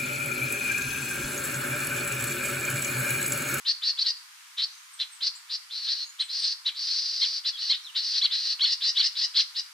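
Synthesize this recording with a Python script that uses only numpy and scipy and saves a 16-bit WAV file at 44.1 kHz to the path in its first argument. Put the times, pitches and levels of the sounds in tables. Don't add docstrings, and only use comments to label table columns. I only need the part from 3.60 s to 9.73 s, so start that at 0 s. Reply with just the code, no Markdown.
import sys
import numpy as np
from scipy import signal
from scipy.fft import rfft, irfft, next_fast_len
from scipy.io import wavfile
from scipy.ndimage import map_coordinates

SR = 44100
rng = np.random.default_rng(int(sys.argv[2]) if len(sys.argv) > 2 else 0)


def master_out(mix):
    frames = np.transpose(np.atleast_2d(mix))
    ceiling = np.clip(frames, -1, 1)
    pcm = np.round(ceiling * 32767).astype(np.int16)
    wavfile.write(sys.argv[1], SR, pcm)


N = 270333


def gain(db):
    return 10 ** (np.asarray(db) / 20)


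def normalise(x):
    return x / np.sqrt(np.mean(x ** 2))


def wander(rate, size):
    at = np.arange(size) * rate / SR
    count = int(at[-1]) + 2
    return np.interp(at, np.arange(count), rng.standard_normal(count))


def colour(x, points):
    hz, db = np.transpose(points)
    size = next_fast_len(x.shape[-1] + 512)
    bin_hz = np.maximum(np.arange(size // 2 + 1) * SR / size, 1)
    curve = gain(np.interp(np.log(bin_hz), np.log(hz), db))
    return irfft(rfft(x, size) * curve, size)[..., :x.shape[-1]]


def resonance(x, hz, width_hz):
    return signal.lfilter(*signal.iirpeak(hz, hz / width_hz, fs=SR), x)


def add(out, start, x):
    i = int(start * SR)
    out[i:i + len(x)] += x[:len(out) - i]


# frequency in Hz, relative level in dB.
HISS_TONE = [(290, -64), (500, -1.5), (927, -1.5), (1130, -3), (1240, -1.5), (1800, -2.5), (2100, -2.5),
             (2230, -1.5), (2460, -4), (5750, -5.5), (7240, -7.5), (9930, -9.5), (15500, -20)]


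def outdoor_hiss(level_db=-53):
    noise = rng.standard_normal((2, N)) + .26 * rng.standard_normal(N)
    hiss = colour(noise, HISS_TONE)
    return hiss / hiss.mean(axis=0).std() * gain(level_db + .5 * wander(.81, N))


def leaf_echoes(x, db, fade_s):
    t = np.arange(int(.7 * SR)) / SR
    build_up = 1 - np.exp(-t / .0013)
    echoes = rng.standard_normal((2, len(t))) * np.exp(-np.log(1000) * t / fade_s) * build_up
    echoes /= np.sqrt(np.sum(echoes ** 2, axis=1, keepdims=True))
    return gain(db) * signal.fftconvolve(x[None], echoes, axes=1)[:, :N]


def direct_sound(x, lag_s=.000016, left_db=.4):
    late = map_coordinates(x, [np.arange(N) - lag_s * SR], order=3)
    return np.array([x * gain(left_db), late * gain(-left_db)])


def whistle(start, end, first_hz, last_hz, db):
    progress = np.linspace(0, 1, int((end - start) * SR))
    size = len(progress)
    quaver = 1 + .014 * wander(100, size) + .018 * wander(900, size)
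    hz = (first_hz + (last_hz - first_hz) * progress) * quaver
    swell = np.sqrt(4 * progress * (1 - progress))
    flutter = gain(5.3 * wander(150, size))
    tone = np.sin(2 * np.pi * np.cumsum(hz) / SR)
    return normalise(swell * flutter * tone) * gain(db)


# start in seconds, level in dB.
FALLING_NOTES = [(1.315, -55.5), (1.507, -54.5), (2.6, -52.5), (2.787, -53)]
# start and end in seconds, first and last pitch in Hz, level in dB.
GLIDES = [ (1.074, 1.264, 5760, 6870, -61), (1.747, 1.784, 6980, 8580, -53), (2.228, 2.37, 6050, 6040, -68),
          (2.396, 2.532, 6070, 7060, -57.5), (3.93, 3.982, 3362, 3160, -43.5),
          (4.009, 4.031, 3500, 2660, -46.5), (4.214, 4.262, 5940, 5160, -56.5),
          (4.245, 4.305, 4250, 2715, -46.5), (4.413, 4.551, 5410, 5100, -46)]


def distant_birds():
    out = np.zeros(N)
    for start, db in FALLING_NOTES:
        add(out, start, whistle(start, start + .066, first_hz=8850, last_hz=7690, db=db))
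    for start, end, first_hz, last_hz, db in GLIDES:
        add(out, start, whistle(start, end, first_hz, last_hz, db))
    return out


def syrinx(hz, jitter, shimmer_db, strong_harmonic=1, boost=0):
    uneven_hz = hz * np.exp(jitter * wander(900, len(hz)))
    phase = 2 * np.pi * np.cumsum(uneven_hz) / SR
    harmonics = np.arange(1, 13)[:, None]
    pulses = np.cos(harmonics * phase).sum(axis=0) + boost * np.cos(strong_harmonic * phase)
    return pulses * gain(shimmer_db * wander(500, len(hz)))


# frequency in Hz, boost or cut in dB.
CHIP_BEAK_TONE = [(700, -10), (1100, 2), (2100, 7), (2700, 2.5), (3250, 9), (4200, -3.5), (5700, -1.5),
                  (6300, -10), (8000, -12), (10000, -32), (14000, -60)]


def chip(start, peak, end, first_hz, peak_hz, last_hz, db, jitter, throat_hz=4130):
    lead_s, creak_s = .016, .0051
    t = start - lead_s + np.arange(int((end - start + lead_s + .04) * SR)) / SR
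    from_peak = np.where(t < peak, (peak - t) / (peak - start), (t - peak) / (end - peak))
    foot_hz = np.where(t < peak, first_hz, last_hz)
    hz = peak_hz / (1 + (peak_hz / foot_hz - 1) * np.minimum(from_peak, 1.5) ** 1.6)
    effort = np.minimum(hz / peak_hz, 1)
    pulses = syrinx(hz, jitter + .2 * (1 - effort) ** 2, shimmer_db=1.5,
                    strong_harmonic=round(throat_hz / peak_hz), boost=2.33)
    turbulence = 50 * jitter * rng.standard_normal(len(t))
    release_s = 1.25 * (end - peak)
    fades = np.exp(-np.maximum(start - t, 0) / creak_s - np.maximum(t - end, 0) / release_s)
    ringing = resonance((pulses + turbulence) * effort ** 2 * fades, throat_hz, width_hz=430)
    voice = colour(ringing, CHIP_BEAK_TONE)
    strength = np.sqrt(np.sum(voice ** 2) / ((end - start) * SR))
    return t[0], voice * gain(db) / strength


# time of the peak in seconds, peak pitch in Hz, level in dB.
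PLAIN_CHIPS = [(.998, 1036, -27.5), (1.416, 1048, -27.5), (2.615, 1052, -26), (3.078, 1071, -24.5),
               (3.633, 1087, -22.5), (4.116, 1115, -21.3)]
# time of the break in seconds,
# length of the rise before it in seconds, level of that rise in dB.
FORCED_CHIPS = [(4.648, 0.032, -23), (5.041, 0.033, -22.5), (5.402, 0.034, -23), (5.792, 0.029, -23)]


def chipping_birds():
    out = np.zeros(N)
    for peak, hz, db in PLAIN_CHIPS:
        jitter = .058 * .5 ** ((db + 24.5) / 4)
        add(out, *chip(peak - .016, peak, peak + .018, .9 * hz, hz, .69 * hz, db, jitter))
    gap_s, hold_s = .0034, .00728
    for at, rise_s, db in FORCED_CHIPS:
        stop = at - gap_s
        add(out, *chip(at - rise_s, stop - hold_s, stop,
                       first_hz=808, peak_hz=1131, last_hz=1131, db=db, jitter=.013))
        add(out, *chip(at, at + .00256, at + .018,
                       first_hz=1443, peak_hz=1518, last_hz=940, db=db + 3, jitter=.025))
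    return out


def undertone(size, jitter, pitch_hz=955):
    hz = pitch_hz * np.exp(.028 * wander(300, size))
    phase = 2 * np.pi * np.cumsum(hz) / SR
    tone = gain(-14) * np.sin(2 * phase) + gain(-11) * np.sin(3 * phase)
    return tone * np.exp(-jitter / .13)


def rasp_loudness(t, length, level_db, attack_s=.009, release_s=.0095):
    swell_s = min(.028 * (length / .066) ** .22, length)
    swell_db = np.interp(t, [0, swell_s, length], [-15, -.25, .25])
    waver_db = 1.1 * wander(40, len(t))
    fades = np.minimum(t / attack_s, 1) * np.exp(-np.maximum(t - length, 0) / release_s)
    return gain(level_db + swell_db + waver_db) * fades


# frequency in Hz, boost or cut in dB.
RASP_BEAK_TONE = [(700, -33), (1100, -2.5), (1700, -1), (2400, 0), (3200, -1.5), (4100, 5.5), (5200, 5),
                  (5800, 5), (6250, -8), (7000, -13), (8200, -11.5), (10000, -32.5), (14000, -51)]


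def rasp(start, end, level_db, throat_hz, jitter, opening_s=.0135, creep_s=.074):
    length = end - start
    t = np.arange(int((length + .06) * SR)) / SR
    slack = np.exp(-t / opening_s)
    opened = 1 - slack
    pulse_hz = np.full(len(t), throat_hz / 5)
    pulses = syrinx(pulse_hz, jitter + .3 * slack, shimmer_db=1 + 6.5 * jitter)
    gape = max(throat_hz / 4540, .92) ** 4.3
    width_hz = gape * (403 + 72 * start)
    ringing = normalise(colour(resonance(pulses, throat_hz, width_hz), RASP_BEAK_TONE))
    scrape = normalise(colour(pulses, RASP_BEAK_TONE))
    voice = opened * ringing + .28 * slack * scrape
    scoop = 1 - .43 * slack
    creep = 1 + .1 * (np.minimum(t / creep_s, 1) - .85)
    sliding = map_coordinates(voice, [np.cumsum(scoop * creep)], order=3)
    low_tone = opened ** 2 * undertone(len(t), jitter)
    return (sliding + low_tone) * rasp_loudness(t, length, level_db)


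# start and end in seconds, level in dB,
# throat resonance in Hz that the slide ends near, jitter from 0 (even) to 1 (very rough).
SCOLDING_RASPS = [ (0.045, 0.113, -23.5, 4530, 0.15), (0.211, .304, -25, 4486, 0.15),
                  (0.365, 0.425, -25.5, 4490, 0.25), (0.434, 0.506, -26, 4660, 0.12),
                  (0.992, 1.043, -26, 4533, 0.21), (1.599, 1.68, -26, 4490, 0.22),
                  (1.884, 1.958, -31, 4634, 0.16), (2.089, 2.438, -34.5, 4213, .15),
                  (2.262, 2.329, -27, 4460, 0.15), (2.674, 2.928, -31, 4534, 0.21),
                  (2.809, 2.882, -29.5, 4486, 0.2), (3.138, 3.787, -31.5, 4570, .22),
                  (3.259, 3.388, -31, 4510, 0.3), (3.834, 3.893, -25.5, 4536, 0.11),
                  (3.956, 4.114, -32.5, 4367, 0.14), (4.117, 4.149, -24.5, 4023, 0.04),
                  (4.339, 4.394, -26.5, 4377, 0.08), (4.369, 4.581, -31.3, 4477, 0.18),
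                  (4.524, 4.595, -27, 4327, .17), (4.695, 4.759, -25.5, 4260, .08),
                  (4.724, 4.932, -28.5, 4310, .13), (4.984, 4.996, -30, 3850, 0.14),
                  (5.035, 5.085, -26.5, 4600, 0.07), (5.07, 5.136, -25, 4770, 0.08),
                  (5.2, 5.268, -25.5, 4356, 0.2), (5.233, 5.304, -26.5, 4840, 0.07),
                  (5.337, 5.406, -30.5, 4070, 0.04), (5.403, 5.472, -24.5, 4883, 0.09),
                  (5.541, 5.608, -28, 4540, 0.18), (5.588, 5.652, -26, 4953, 0.08),
                  (5.732, 5.816, -25.5, 4663, 0.15), (5.939, 6.001, -28.5, 4790, 0.11)]


def rasping_birds():
    out = np.zeros(N)
    for start, end, level_db, throat_hz, jitter in SCOLDING_RASPS:
        add(out, start, rasp(start, end, level_db, throat_hz, jitter))
    return out


def scene():
    rasps, chips, whistles = rasping_birds(), chipping_birds(), distant_birds()
    near_calls = rasps + gain(-4) * chips
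    twigs = leaf_echoes(near_calls + 2 * whistles, db=-5.5, fade_s=.048)
    trees = leaf_echoes(near_calls, db=-9, fade_s=.38) + leaf_echoes(whistles, db=-2, fade_s=.4)
    return direct_sound(rasps + chips + whistles) + twigs + trees + outdoor_hiss()


def record(dry):
    low_hz, top_hz = 958, 15200
    bass_cut = signal.butter(8, low_hz, "high", fs=SR, output="sos")
    top_cut = signal.ellip(8, .2, 70, top_hz, fs=SR, output="sos")
    return signal.sosfilt(top_cut, signal.sosfilt(bass_cut, dry))


dry = scene()
out = record(dry)
master_out(out)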